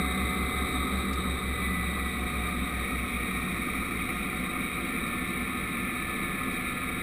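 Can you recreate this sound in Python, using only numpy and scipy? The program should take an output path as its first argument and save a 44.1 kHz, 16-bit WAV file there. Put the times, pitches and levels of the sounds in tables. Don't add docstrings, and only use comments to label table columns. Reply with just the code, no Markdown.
import sys
import numpy as np
from scipy import signal
from scipy.io import wavfile
from scipy.ndimage import uniform_filter1d

SR = 44100
rng = np.random.default_rng(int(sys.argv[2]) if len(sys.argv) > 2 else 0)


def bounce(signal):
    frames = np.transpose(np.atleast_2d(signal))
    limited = np.clip(frames, -1, 1)
    pcm = np.round(limited * 32767).astype(np.int16)
    wavfile.write(sys.argv[1], SR, pcm)


def invert_db(level):
    return 10 ** (np.asarray(level, dtype=float) / 20)


N = 309582

# start_s, gear_mesh_hz, gas_generator_shaft_hz
ENGINE_SPEED = [(0, 2057.0, 395.05), (0.4, 2053.1, 394.9), (0.8, 2047.5, 394.89), (1.1, 2040.1, 391.93),
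                (1.4, 2019.4, 383.62), (1.7, 1993.1, 376.19), (2, 1967.8, 369.55), (2.4, 1934.8, 362.01),
                (2.8, 1903.6, 356.13), (3.2, 1874.4, 351.75), (3.6, 1849.9, 348.6), (4, 1828.2, 346.67),
                (4.5, 1804.9, 345.17), (5, 1783.6, 344.27), (5.5, 1766.5, 343.67), (6, 1752.8, 343.26),
                (6.5, 1741.0, 343.09), (7.02, 1733.8, 343.15)]


def evened(x):
    return x / np.sqrt(np.mean(x ** 2))


def curves(rows, at):
    first, *columns = np.transpose(rows)
    return [np.interp(at, first, column) for column in columns]


def drift(rate_hz):
    steps = rng.standard_normal(N // 100 + 40)
    smooth = signal.filtfilt(*signal.butter(2, rate_hz, fs=SR / 100), steps)
    return np.interp(np.arange(N) / 100, np.arange(len(steps)), evened(smooth))


def turns_of(hz):
    return np.cumsum(hz) / SR


def tone(turns, db, waver_db, waver_turns, waver_hz=4.8):
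    level = np.sqrt(2) * invert_db(db + waver_db * drift(waver_hz))
    return level * np.cos(2 * np.pi * (turns + waver_turns * drift(7.8)))


def swell_db(hz, resonances):
    power = 0
    for centre_hz, width_hz, db in resonances:
        power = power + invert_db(db) ** 2 / (1 + (2 * (hz - centre_hz) / width_hz) ** 2) ** 2
    return 10 * np.log10(power)


def loose_fittings():
    # start_s, peak_db
    knock_times = [
        (0.1276, -62),
        (1.1333, -44.5),
        (2.4882, -61),
        (5.0694, -55),
        (6.5216, -55),
        (6.5344, -57),
    ]
    # pitch_hz, level_db, decay_t60_s
    panel_modes = [(2890, 0, .03), (4550, 0, .025), (4830, 2.5, .02), (5080, -5, .02), (5370, 4, .015),
                   (5700, 0, .012)]
    rattles = rng.random(N) < 9 / SR
    knocks = rattles * invert_db(-73 + 3.0 * np.minimum(rng.exponential(1, N), 2.5))
    rebounds_s, rebound_loss_db = (0, .0037, .0088, .0165), np.array([2, 9, 10, 13])
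    for start_s, db in knock_times:
        hits = [round((start_s + later) * SR) for later in rebounds_s]
        knocks[hits] = invert_db(db - rebound_loss_db)
    t = np.arange(3000) / SR
    ring = sum(invert_db(db - 60 * t / t60) * np.sin(2 * np.pi * hz * t) for hz, db, t60 in panel_modes)
    return signal.oaconvolve(knocks, ring)[:N]


def engine_mount():
    return tone(21.5 * np.arange(N) / SR, -53.5, 2, 0.015, 3.5)


def accessory_hum(mesh_hz):
    load = (mesh_hz - mesh_hz.min()) / np.ptp(mesh_hz)
    hum_hz = 75.6 - 2.6 * load
    return tone(turns_of(hum_hz), -50.5 - 3.5 * load, 0.98, 0.054)


def gas_generator(shaft_hz):
    shaft_orders = [1, 2, 4, .2928, 1.86, 3.135, 3.832]
    # centre_hz, width_hz, level_db
    shaft_swells = [
        [(395, 6, -53.5), (367, 40, -54.5), (344, 18, -50)],
        [(790, 10, -61), (725, 34, -50.5)],
        [(1580, 14, -57), (1470, 200, -64), (1378, 40, -48.5)],
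        [(110.3, 8, -48.5), (105.1, 9.5, -52.5)],
        [(735, 5, -50)],
        [(1238, 30, -57), (1067, 98, -56)],
        [(1333, 50, -56)],
    ]
    # centre_hz, width_hz, level_db
    compressor_swells = [(5800, 120, -72), (5665, 140, -67.5), (5553, 83, -69.5), (5480, 40, -80)]
    turns = turns_of(shaft_hz)
    out = np.zeros(N)
    for order, swells in zip(shaft_orders, shaft_swells):
        out += tone(order * turns, swell_db(order * shaft_hz, swells), 1.0, 0.013, 3.1)
    blade_order = 15.966
    blade_db = swell_db(blade_order * shaft_hz, compressor_swells)
    return out + tone(blade_order * turns, blade_db, 1.8, .35)


def buffet(x, patchy_db=1.02, flicker_db=0.12, above_hz=1500):
    hz, _, z = signal.stft(x, SR, nperseg=512, noverlap=384)
    patches = rng.standard_normal(z.shape[::-1]).T
    flicker = evened(uniform_filter1d(patches.mean(0), size=6))
    patches = uniform_filter1d(patches, size=5, axis=0)
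    patches = evened(uniform_filter1d(patches, size=16, axis=1))
    share = (hz ** 2 / (hz ** 2 + above_hz ** 2))[:, None]
    gain = invert_db(share * (patchy_db * patches + flicker_db * flicker))
    return signal.istft(z * gain, nperseg=512, noverlap=384)[1][:N]


def roar(size=8192):
    # centre_hz,
    # width_hz, idle_level_db, change_at_power_db
    cabin_and_housing = [(111, 33, -4.5, -4), (130.5, 28, -9.5, 7), (184, 51, 0.2, -2.5), (191.2, 42, 0.96, 2.5),
                         (232.6, 31, 0, -4), (253.6, 36.6, 4, -0.8), (290, 76, -7.5, 3), (336, 33, -4.5, -1.5),
                         (411, 90, -10, 2.5), (458.4, 55, -9, 1.8), (501, 38, -10.5, -6), (564, 112, -14.5, 2.5),
                         (734, 82, -10.5, 0.5), (796, 40.0, -22.5, 7.5), (920, 78, -20.5, 3.5), (1039.0, 40, -15.5, -6),
                         (1072, 48, -10.5, 2), (1142, 73, -7.5, 3.5), (1227, 72, -2, 2), (1264, 80, -3.5, 3.5),
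                         (1394, 170, -14.5, 1.5), (1571, 120, -15.5, 0), (1643, 52, -17.5, 2), (1783, 96, -11, 0.3),
                         (1888, 95, -9, -3), (1985, 62, -5, -1),
                         (2082, 125, -9.5, 0.5), (2137, 160, -4, -13), (2253, 61, 1.6, -4), (2320, 42, -5, 1.5),
                           (2352, 92, -1.5, -7), (2440, 31, -1, -6), (2506, 75, -5.5, -7.5), (2620, 105.0, -21, -1),
                           (2625, 93, -14.5, -4.5), (2770, 63, -19, -11), (2830, 81, -20.5, -7),
                           (2995, 117.0, -25.5, -1.7), (3020, 42, -23.5, -11), (3165, 113, -18.5, -5),
                           (3300, 80, -21.5, 5), (3310, 79, -19.5, -8.5), (3370, 102.0, -22.5, -5), (3522, 51, -16, 2),
                           (3610, 150, -19, 3), (3761, 118, -8.5, 5.5), (3860, 154, -16.5, 3), (4000, 190, -22.5, 5),
                           (4310, 293.0, -31.5, 2), (4465, 380, -32.5, 1), (4760, 170, -37, 1),
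                           (5240, 530, -38.5, -0.5), (5540, 220, -36, -2.9), (5730, 450, -42, -0.5)]
    # centre_hz, width_hz, idle_level_db, change_at_power_db
    airframe = [(22, 8, -9, 0), (44, 10, -4, 0), (67, 18, -9, -2), (78, 5, -14, 14)]
    # start_s, level_db
    roar_level = [(0, -34), (1.0, -33.5), (1.1, -34.5), (1.5, -34.5), (2.7, -34.5), (7.02, -35)]
    hop = size // 8
    frames, hz = N // hop + 9, np.fft.rfftfreq(size, 1 / SR)
    start_s, _, shaft = np.transpose(ENGINE_SPEED)
    power = np.interp(np.arange(frames) * hop / SR, start_s, (shaft - shaft.min()) / np.ptp(shaft))
    centre, width, db, change_db = np.transpose(cabin_and_housing + airframe)[:, :, None]
    shape = (1 + (2 * (hz[:, None] - centre.T) / width.T) ** 2) ** -2
    magnitude = np.sqrt(shape @ invert_db(db + change_db * power) ** 2)
    a, b = rng.standard_normal((frames, len(hz), 2)).T
    noise = signal.istft((a + 1j * b) * magnitude, nperseg=size, noverlap=size - hop)[1][:N]
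    level_db = curves(roar_level, np.arange(N) / SR)[0] + 2.5
    return invert_db(level_db) * buffet(evened(noise))


def propeller_and_gears(mesh_hz):
    mesh_orders = [.03156, .034282, .0947, 1, .0261, .0896, .092, .1828, 1.0522]
    # centre_hz, width_hz, level_db
    mesh_swells = [
        [(64.5, 3.4, -38.5), (60, 4, -42), (55.4, 5, -50.5)],
        [(68.5, 7.8, -36), (66.1, 4, -41)],
        [(192.5, 7.4, -41), (187.5, 3, -43), (176.8, 2.1, -44.5), (175.5, 5.5, -47.5)],
        [(2053, 16, -39.6), (1994, 28, -36), (1968, 36, -40.5), (1900, 25, -44.5), (1862, 35, -46),
         (1780, 25, -45.5), (1748, 35, -44.5)],
        [(49.5, 3, -55.5)],
        [(184.3, 3.2, -44.5), (178.1, 2.5, -39)],
        [(186.6, 3, -48), (177, 3, -41), (167, 40, -58)],
        [(373, 13, -49.5), (323, 29, -57.5)],
        [(2170, 50, -46), (1950, 200, -60)],
    ]
    # mesh_hz, phase_turns
    throb_lag = [(1850, -.27), (1960, -.21), (2045, -.41)]
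    turns = turns_of(mesh_hz)
    levels = [swell_db(order * mesh_hz, swells) for order, swells in zip(mesh_orders, mesh_swells)]
    blade_db, neighbour_db, third_db, gear_db, *faint_db = levels
    out = tone(mesh_orders[0] * turns, blade_db, .3, .006)
    out += tone(mesh_orders[1] * turns + curves(throb_lag, mesh_hz)[0], neighbour_db, .3, .006)
    out += tone(mesh_orders[2] * turns, third_db, 3.7, 0.022)
    out += tone(turns, gear_db, 0.32, 0.029)
    for order, db in zip(mesh_orders[4:], faint_db):
        out += tone(order * turns, db, 1.1, 0.052)
    return out


def scene():
    mesh_hz, shaft_hz = curves(ENGINE_SPEED, np.arange(N) / SR)
    background = loose_fittings() + engine_mount() + accessory_hum(mesh_hz)
    engine = gas_generator(shaft_hz) + roar() + propeller_and_gears(mesh_hz)
    return (background + engine)[None]


def low_pass(x):
    return signal.sosfilt(signal.butter(12, 15680, fs=SR, output="sos"), x)


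def record(dry):
    alias_guard = signal.firwin(301, 6010, fs=SR)
    guarded = signal.oaconvolve(dry, alias_guard[None], "same")
    slow = signal.resample_poly(guarded, 40, 147, axis=1, window=("kaiser", 8.0))
    held = np.repeat(slow, 4, axis=1)
    held = signal.resample_poly(held, 147, 160, axis=1)[:, :N]
    edge = signal.firwin(1501, 15310, window=("kaiser", 9), fs=SR)
    return low_pass(signal.oaconvolve(held, edge[None], "same"))


dry = scene()
out = record(dry)
bounce(out)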